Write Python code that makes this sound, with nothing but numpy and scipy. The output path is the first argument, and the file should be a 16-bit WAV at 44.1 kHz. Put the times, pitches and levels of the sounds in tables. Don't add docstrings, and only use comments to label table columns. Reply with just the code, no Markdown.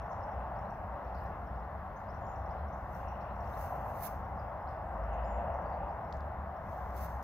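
import sys
import numpy as np
from scipy import signal
from scipy.fft import rfft, irfft, next_fast_len
from scipy.io import wavfile
from scipy.ndimage import uniform_filter1d, map_coordinates

SR = 44100
rng = np.random.default_rng(int(sys.argv[2]) if len(sys.argv) > 2 else 0)


def generate_wav(sig):
    pcm = np.round(np.clip(np.atleast_2d(sig).T, -1, 1) * 32767).astype(np.int16)
    wavfile.write(sys.argv[1], SR, pcm)


def magnitude_from_level(level_db):
    exponent = np.asarray(level_db, float) / 20
    return 10 ** exponent


N = 318843

# freq_hz, level_db_per_hz
RUMBLE = [(11, -51), (18, -33), (31, -17), (42, -8), (58, -2.5), (72, -0.5), (97, -9), (130, -16.5),
          (170, -39), (290, -120)]
BODY = [(56, -27.5), (95, -1.5), (130, -4), (204, -3.5), (247, -12), (301, -12.5), (392, -15), (480, -13),
        (620, -40.5), (1060, -120)]
RUSH = [(240, -40.5), (400, -18), (450, -13.5), (550, -1), (656, 2.5), (768, 4.5), (960, -2.5), (1250, -24),
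        (2110, -120)]
UPPER = [(560, -45), (850, -10), (960, -2.5), (1050, 0), (1300, -6), (1800, -13), (2070, -18), (2330, -28),
         (2600, -37.5), (3300, -66)]
# freq_hz, level_db_per_hz
LEAVES = [(1900, -38.5), (2350, -6.5), (2550, -2.5), (2750, -1), (2950, -5.5), (3200, -17.5), (3600, -21),
          (4500, -62)]
# colour, plain_db, growth_db_per_db of wind, gust_db, patch_db
AIR_LAYERS = [
    (RUMBLE, -45.5, .2, .3, .8),
    (BODY, -50.5, .25, .2, .6),
    (RUSH, -43.5, 1.05, .3, .7),
    (UPPER, -49, .4, .3, .6),
    (LEAVES, -77, .9, .3, 1.2),
]
# freq_hz, left_right_likeness
FAR_ALIKE = [(60, .995), (170, .99), (340, .93), (690, .96), (1030, .9), (1550, .84), (2050, .74),
             (2450, .3), (3500, .2), (6000, .08)]
# freq_hz, left_minus_right_db
FAR_LEAN = [(60, 1.9), (200, -0.5), (400, 6.5), (700, 1.5), (860, -1), (1050, 4), (1600, 1), (2200, 5),
            (2580, 11.5), (3000, 5), (5000, 3.5)]
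# time_s, level_db
WIND = [(0, -43), (.6, -43.5), (1.2, -45), (1.7, -47), (2.05, -46), (2.5, -44), (3, -44.5), (3.4, -44.5),
        (3.75, -41.5), (4.15, -44.5), (4.8, -43.5), (5.1, -42), (5.42, -41), (5.75, -41), (6.05, -43.5),
        (6.7, -45.5), (7.23, -45.5)]
# centre_s, length_s, level_db
BOUGHS = [
    (0.023, 0.22, -84),
    (.4, 0.23, -75),
    (1.17, 0.96, -82),
    (3.12, 0.22, -71),
    (3.28, 0.14, -73),
    (3.8, 0.28, -82),
    (5.25, 0.34, -70.5),
    (5.519, 0.066, -81),
    (5.84, 0.1, -76.5),
]

# time_s, firing_hz, level_db
ENGINE = [(0, 62.9, -57), (.4, 62.1, -44), (.7, 59.63, -52), (.95, 61.23, -43.5), (1.5, 60.55, -42),
          (1.75, 60.6, -60), (2.5, 59.6, -52), (3, 59.86, -42), (3.7, 61.7, -48.5), (4.1, 56.8, -48),
          (4.6, 51.06, -71), (4.8, 51.76, -42.5), (5.16, 54.4, -37), (5.75, 67.2, -47), (6.05, 69.43, -51),
          (6.2, 69.86, -38), (6.5, 73.1, -43), (6.7, 75.4, -56)]
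# centre_s, length_s, firing_hz, level_db
ENGINE_SWELLS = [
    (2.635, 0.16, 73, -38),
    (7.084, 0.45, 64, -42.5),
]
# freq_hz, level_db_per_hz
TYRES = [(380, -42.5), (500, -8), (600, -2), (690, 4), (800, -4.5), (900, -16), (1200, -23.5),
         (2050, -24.5), (2400, -45.5), (3500, -120)]

# freq_hz, level_db_per_hz
CLOTH_BRIGHT = [(4410, -33), (7500, -18.5), (9530, -12), (10800, -4.5), (11900, -6.5), (12900, -1),
                (15000, 0), (15800, -11)]
# freq_hz, level_db_per_hz
CLOTH_DULL = [(1410, -19.5), (2100, 0.5), (3260, -7.5), (4270, -7), (6090, -2.5), (8500, -16),
              (11000, -35.5), (18700, -120)]
# freq_hz, level_db_per_hz
SCRAPE = [(900, -40), (1600, -1), (2500, -3), (4000, 1), (5500, -10), (8000, -40)]
# hardest_s, level_db, rise_s, fall_s, drag_over_level_db
STROKES = [(1.23, -81, .14, 0.11, -4), (2.8, -85, 0.067, 0.14, 0), (2.96, -68.5, 0.099, 0.14, 1),
           (3.5, -81, 0.29, 0.23, 0), (3.64, -56.5, 0.15, 0.072, 0.5), (3.73, -69.5, 0.086, .2, -4),
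           (3.9, -67, 0.13, 0.26, -1), (3.99, -65, 0.07, .1, -4), (4.032, -48.5, 0.018, 0.05, -4),
           (4.053, -47.5, 0.05, 0.035, -1), (4.068, -48.5, 0.03, 0.016, 4), (4.1, -66, .03, 0.11, -1),
           (6.724, -71.5, 0.12, 0.47, 0), (6.97, -61, 0.02, 0.22, 3.5), (7.01, -64, .08, 0.1, 4.5),
           (7.046, -55.5, 0.025, 0.025, -4), (7.228, -68.5, 0.006, 0.051, 0)]
# peak_s, peak_db
SNAGS = [(1.1518, -61.0), (1.1847, -60), (1.2155, -58), (1.1985, -65), (1.2245, -61), (1.258, -64),
         (1.2382, -58), (1.2407, -56), (3.0544, -65.0), (3.0657, -64.0), (3.3272, -67), (3.3324, -64),
         (3.6944, -53), (3.7066, -53), (3.725, -52), (3.7355, -55), (4.0695, -33), (4.4246, -69.0),
         (6.1246, -67), (6.1262, -69), (6.9074, -61.0), (6.9088, -64.5), (6.9675, -43), (7.0457, -42.5),
         (7.0946, -56), (7.189, -61.5), (7.2278, -46.5), (7.2299, -54.0)]
# start_s, peak_db, pitch_hz, left_minus_right_db
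TICKS = [(.131, -74, 6000, 5), (1.152, -82, 7000, 0), (6.1259, -58.5, 4100, 4), (6.134, -78, 5300, 3),
         (6.141, -78, 5100, 3), (6.1706, -73, 6790, 3), (6.2058, -76, 5000, 2), (6.208, -74, 4170, 3),
         (6.9063, -79, 6270, 3), (6.969, -71, 5850, -7), (7.2275, -69, 6500, -6)]

# start_s, peak_db, pitch_hz
TSIPS = [(0.0164, -65, 5600), (0.1146, -63, 5600), (0.3157, -68, 5640), (0.6993, -65.5, 5620),
         (1.257, -69, 5700), (1.5953, -71, 5410), (2.3565, -64, 5616), (2.4578, -67, 5520),
         (2.6803, -65.5, 5560), (2.9457, -64, 5720), (3.472, -67, 5540), (3.681, -64, 5910),
         (3.7559, -72, 5450), (4.2467, -71, 5640), (5.033, -71, 5600), (5.539, -68, 5780),
         (5.9085, -73, 5640), (6.0427, -72, 5410), (6.108, -71, 5900), (6.6877, -69, 5620),
         (1.145, -72, 5600),
    (4.17, -71, 5500),
    (4.9472, -79, 5526),
    (5.616, -72.5, 5700),
    (5.6974, -72, 5500),
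]
# start_s, peak_db, pitch_hz
CHIPS = [(.0623, -71, 5600), (.205, -69, 5480), (0.5881, -64.5, 5500), (1.047, -70, 5570),
         (2.143, -63.5, 5650), (2.2648, -63, 5580), (3.0814, -61, 5650), (3.2066, -65.5, 5550),
         (3.4048, -64, 5580), (3.5733, -61, 5550), (4.396, -64, 4880), (6.5655, -70, 5510)]
# start_s, peak_db, pitch_hz
WHIPS = [
    (0.5524, -70, 4800.0),
    (1.0724, -75, 4770),
    (1.144, -66, 4720),
    (1.192, -69, 4550),
    (1.542, -70.5, 4800),
    (2.4964, -67.5, 4960),
    (3.2106, -69, 4720),
    (3.436, -70, 4820),
    (4.6724, -65, 4820),
]
# start_s, peak_db, pitch_hz
DIPS = [
    (3.356, -68, 5650),
    (4.39, -70, 5000),
    (1.467, -71.5, 5500),
]
# start_s, peak_db, pitch_hz
SLURS = [
    (.093, -68, 6430),
    (.218, -65, 5300),
    (1.96, -66, 6400),
    (2.085, -65, 5290),
    (2.722, -66.5, 6160),
    (5.126, -70, 6600),
]
# start_s, peak_db, pitch_hz
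LOW_SLURS = [(.645, -73, 4050), (1.245, -73, 4036), (1.628, -74, 4050), (2.58, -70, 4110),
             (3.298, -70, 4000), (3.532, -63, 3980), (5.236, -68, 5033), (5.728, -71, 3994),
             (5.882, -73.5, 4740), (6.255, -83, 7750)]
# calls, length_s, rise_hz, bend_exponent, peak_lateness_exponent
CALL_SHAPES = [
    (TSIPS, .011, 550, .6, .9),
    (CHIPS, .0095, -140, .9, .7),
    (WHIPS, .024, 2100, .7, .75),
    (DIPS, .012, -500, .9, .8),
    (SLURS, .028, 1000, 1.05, 1.4),
    (LOW_SLURS, .023, 750, .9, 1.1),
]
# start_s, length_s, pitch_hz, width_hz, level_db
TRILLS = [(0.253, 0.027, 8050, 300, -95), (.385, .035, 8600, 500, -94), (.52, .035, 8800, 500, -95),
          (.63, .035, 8300, 497, -91), (.695, 0.033, 8400, 400, -89), (.925, 0.027, 8100, 394, -93),
          (0.861, 0.16, 3900, 150, -90), (3.3, 0.42, 2680, 260, -75.5), (6.03, 0.091, 5590, 300.4, -95),
          (1.16, 0.055, 4400, 700, -77), (.75, .05, 8400, 900, -95), (1.29, .025, 8200, 300, -96),
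          (.12, .06, 5600, 500, -88), (.26, .1, 5500, 700, -89), (5.26, .07, 5300, 600, -87),
          (1.52, .05, 8120, 400, -95), (1.828, 0.058, 7670, 404, -98), (2.202, 0.16, 6840, 300, -80),
          (2.261, 0.11, 7400, 299.6, -90), (4.347, 0.086, 5290, 885, -83.5), (4.58, .22, 5130, 80, -89),
          (4.68, .07, 8000, 400, -94), (5.05, .1, 7600, 200, -97), (5.05, .55, 3200, 600, -84.5),
          (3.56, .09, 3900, 250, -83), (3.59, 0.063, 6700, 399, -83), (1.42, .04, 8150, 300, -97),
          (4.639, 0.11, 7780, 503, -95), (4.822, .15, 7720, 298.8, -90), (5.002, 0.12, 7640, 200, -99),
          (5.217, 0.19, 7040, 349, -77), (5.223, 0.16, 7890, 399, -94), (5.625, .15, 4570, 60, -85.5)]

# freq_hz, level_db_per_hz
FLOCK = [(4200, -40), (4900, -9), (5500, 0), (6100, -8), (7000, -40)]
# freq_hz, level_db_per_hz
HEDGE = [(1880, -20.5), (3200, -2), (4270, -9.5), (5380, -9.5), (7500, -24.5), (9750, -49), (16500, -120)]
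# freq_hz, level_db_per_hz
HISS = [(3820, -25), (6500, -7.5), (8720, -13.5), (12000, 0.5), (15100, 1), (15800, -2)]

FAR_LEAD_S = -6.5e-5
CLOTH_LAG_S = 4.42e-4
SNAP_RISE_S = .0003
CLOTH_PATCH_DB = .8


def unit(x):
    return x / np.sqrt(np.mean(x ** 2) + 1e-20)


def along(points, hz):
    f, v = np.transpose(points)
    return np.interp(np.log(hz + 1), np.log(f + 1), v)


def curves(rows):
    s, *cols = np.transpose(rows)
    return [np.interp(np.arange(N) / SR, s, c) for c in cols]


def wobble(knots_per_s):
    knots = rng.standard_normal(int(N * knots_per_s / SR) + 4)
    return map_coordinates(knots, [np.arange(N) * knots_per_s / SR])


def bump(t, centre_s, length_s):
    return np.exp(-(2 * (t - centre_s) / length_s) ** 2)


def filtered(x, response):
    m = next_fast_len(N + SR // 2)
    return irfft(rfft(x, m) * response(np.fft.rfftfreq(m, 1 / SR)), m)[..., :N]


def ports(hz, lean_db, lag_s):
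    half = np.array([[.5], [-.5]])
    return magnitude_from_level(half * lean_db) * np.exp(-2j * np.pi * hz * half * lag_s)


def rush(spectrum, alike, lean, lag_s, patch_db):
    z = signal.stft(rng.standard_normal((2, N + 512)), nperseg=512)[2]
    field = uniform_filter1d(rng.standard_normal(z.shape[1:]), size=6, axis=0)
    field = uniform_filter1d(field, size=14, axis=1)
    pair = signal.istft(z * magnitude_from_level(patch_db * unit(field)), nperseg=512)[1][:, :N]

    def mid_side(hz):
        turn = np.arccos(np.clip(along(alike, hz), -1, 1)) / 2
        return magnitude_from_level(along(spectrum, hz)) * np.array([np.cos(turn), np.sin(turn)])

    mid, side = filtered(pair, mid_side)
    left_right = np.array([mid + side, mid - side])
    return unit(filtered(left_right, lambda hz: ports(hz, along(lean, hz), lag_s)))


def snap():
    u = np.arange(SR // 400) / SR / SNAP_RISE_S
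    return u * np.exp(1 - u)


def trees(x, wet_db):
    t = np.arange(SR // 3) / SR
    tail = rng.standard_normal((2, len(t))) * magnitude_from_level(-60 * t / 0.41) * (1 - np.exp(-t / 0.008))
    tail = tail / np.linalg.norm(tail[0])
    blur = unit(uniform_filter1d(rng.standard_normal((2, len(x))), size=45))
    direct = x * (.9 + .25 * blur[0])
    blurred = x * (.65 + .75 * blur[1])
    answer = signal.fftconvolve(blurred[None], tail, axes=1)
    return np.pad(direct, (0, len(t) - 1)) + magnitude_from_level(wet_db) * answer


def air():
    calm_db = -44
    strength_db = curves(WIND)[0] - calm_db
    gust, t = wobble(6.5), np.arange(N) / SR
    boughs = sum(magnitude_from_level(db) * bump(t, s, length_s) for s, length_s, db in BOUGHS)
    out = 0
    for colour, plain_db, growth, gust_db, patch_db in AIR_LAYERS:
        gain = magnitude_from_level(plain_db + growth * strength_db)
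        if colour is LEAVES:
            gain = gain + boughs
        out = out + gain * magnitude_from_level(gust_db * gust) * rush(colour, FAR_ALIKE, FAR_LEAN, FAR_LEAD_S, patch_db)
    return out


def engine():
    hz, db = curves(ENGINE)
    t = np.arange(N) / SR
    level = magnitude_from_level(db + 1.5 * wobble(17))
    tone = level * np.sin(2 * np.pi * np.cumsum(hz + 0.76 * wobble(14)) / SR)
    for s, length_s, firing_hz, swell_db in ENGINE_SWELLS:
        tone = tone + magnitude_from_level(swell_db) * bump(t, s, length_s) * np.sin(2 * np.pi * firing_hz * t)
    return tone * magnitude_from_level([[.3], [-.3]])


def tyres():
    swell = bump(np.arange(N) / SR, centre_s=5.39, length_s=0.75)
    return magnitude_from_level(-41.5) * swell * rush(TYRES, FAR_ALIKE, FAR_LEAN, FAR_LEAD_S, patch_db=.8)


def stroke_forces():
    t, pressure, drag, rounded = np.arange(N) / SR, 0, 0, .13
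    for s, db, rise_s, fall_s, drag_db in STROKES:
        away = np.where(t < s, (s - t) / rise_s, (t - s) / fall_s)
        stroke = magnitude_from_level(db + 70 - 20 * (np.hypot(away, rounded) - rounded))
        pressure = pressure + stroke
        drag = drag + magnitude_from_level(drag_db) * stroke
    return pressure, drag


def weave():
    crackles_per_s, crackle_db = 900, -19
    sizes_db = crackle_db + 3.5 * np.minimum(rng.exponential(size=N), 2.5)
    sizes = (rng.random(N) < crackles_per_s / SR) * magnitude_from_level(sizes_db)
    friction = magnitude_from_level(.6 * wobble(60) + 0.82 * wobble(400))
    gain = friction * (0.83 + np.convolve(sizes, snap())[:N])
    return np.abs(filtered(gain, lambda hz: ports(hz, 0, CLOTH_LAG_S)))


def sleeve():
    bright_lean = [(7500, -16), (8500, -16.5), (11000, -22.5), (15000, -24.5)]
    dull_lean = [(3000, 0.5), (5000, 2.5), (7000, -9.0), (8500, -14.5)]
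    bright = rush(CLOTH_BRIGHT, [(9000, .98)], bright_lean, CLOTH_LAG_S, CLOTH_PATCH_DB)
    dull = rush(CLOTH_DULL, [(5000, 0.62)], dull_lean, 0.000474, CLOTH_PATCH_DB)
    scrape = rush(SCRAPE, [(3000, 0.92)], [(3000, -2)], CLOTH_LAG_S, CLOTH_PATCH_DB)
    pressure, drag = stroke_forces()
    t = np.arange(N) / SR
    late_drag = np.interp(t - .003, t, drag)
    out = magnitude_from_level(-71.1) * pressure * bright
    out = out + magnitude_from_level(-75) * late_drag ** 0.72 * dull
    out = out + magnitude_from_level(-104) * pressure ** 1.3 * scrape
    return out * weave()


def snags():
    out, shape = np.zeros(N + SR), snap()
    t = np.arange(len(shape)) / SR
    for s, db in SNAGS:
        pitch_hz = 14300 * (1 + .03 * rng.standard_normal())
        ping = np.sin(2 * np.pi * pitch_hz * t) + .6 * rng.standard_normal(len(t))
        start = round((s - SNAP_RISE_S + CLOTH_LAG_S / 2) * SR)
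        out[start:][:len(t)] += magnitude_from_level(db - 3.5) * shape * ping

    def response(hz):
        lean_db = along([(11000, -15), (14500, -10)], hz)
        return magnitude_from_level(along(CLOTH_BRIGHT, hz)) * ports(hz, lean_db, CLOTH_LAG_S)

    return filtered(out[:N], response)


def ticks():
    out, t = np.zeros((2, N + SR)), np.arange(SR // 8) / SR
    for s, db, hz, lean_db in TICKS:
        decay = 0.14 * magnitude_from_level(-60 * t / 0.013) + 0.04 * magnitude_from_level(-60 * t / .33)
        rattle = decay * rng.standard_normal((2, len(t)))
        creak = magnitude_from_level(-60 * t / 0.0018) * np.sin(2 * np.pi * hz * t) + rattle
        out[:, round(s * SR):][:, :len(t)] += magnitude_from_level(db + 23.0 + lean_db * np.array([[.5], [-.5]])) * creak

    def case(hz):
        resonance = 1j * hz * 6000 / (5500 ** 2 - hz * hz + 1j * hz * 6000)
        return resonance / (1 + (hz / 7300) ** 7)

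    return filtered(out[:, :N], case)


def whistles(flutter):
    out = np.zeros((2, N + SR))
    for calls, length_s, rise_hz, bend, late in CALL_SHAPES:
        u = np.arange(round(length_s * SR)) / (length_s * SR)
        envelope = np.abs(np.sin(np.pi * u ** late)) ** 0.35
        for s, db, pitch_hz in calls:
            start = round(s * SR)
            level = magnitude_from_level(db - 7.5 + 2 * flutter[start:][:len(u)])
            hz = pitch_hz + rise_hz * (u ** bend - .55)
            call = level * envelope * np.sin(2 * np.pi * np.cumsum(hz) / SR)
            heard = trees(call, wet_db=-2.5)
            out[:, start:][:, :heard.shape[1]] += heard
    return out[:, :N]


def trills(flutter):
    t, out = np.arange(N) / SR, 0

    def bands(f):
        return [1 / (1 + np.abs(2 * (f - hz) / width_hz) ** 2.7) for _, _, hz, width_hz, _ in TRILLS]

    buzz = filtered(rng.standard_normal((len(TRILLS), N)), bands)
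    for (s, length_s, _, _, db), tone in zip(TRILLS, buzz):
        swell = np.sin(np.pi * np.clip((t - s) / length_s, 0, 1))
        out = out + magnitude_from_level(db + 1.9 * flutter) * swell * unit(tone)
    return trees(out, wet_db=-6)[:, :N]


def birds():
    flutter = wobble(250)
    return filtered(whistles(flutter) + trills(flutter), lambda hz: ports(hz, 11.6, -0.0002))


def flock():
    leaves_s = 3.8
    near_db = -6 * (np.arange(N) / SR > leaves_s) + 3 * wobble(25)
    return magnitude_from_level(-95.5 + near_db) * rush(FLOCK, [(5500, .3)], [(5500, 9)], 0, patch_db=2.5)


def hedge():
    return magnitude_from_level(-79.5 + 0.35 * wobble(2.2)) * rush(HEDGE, FAR_ALIKE, FAR_LEAN, 0, patch_db=1.5)


def hiss():
    return magnitude_from_level(-79) * rush(HISS, [(9000, .02)], [(7000, 3.2), (15000, 1.1)], 0, CLOTH_PATCH_DB)


def scene():
    traffic = engine() + tyres()
    handling = sleeve() + snags() + ticks()
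    return air() + traffic + handling + birds() + flock() + hedge() + hiss()


def low_pass(x):
    return signal.sosfilt(signal.butter(12, 15770, fs=SR, output="sos"), x)


def record(dry):
    mix = filtered(dry, lambda hz: hz < 15850)
    return low_pass(mix)


dry = scene()
out = record(dry)
generate_wav(out)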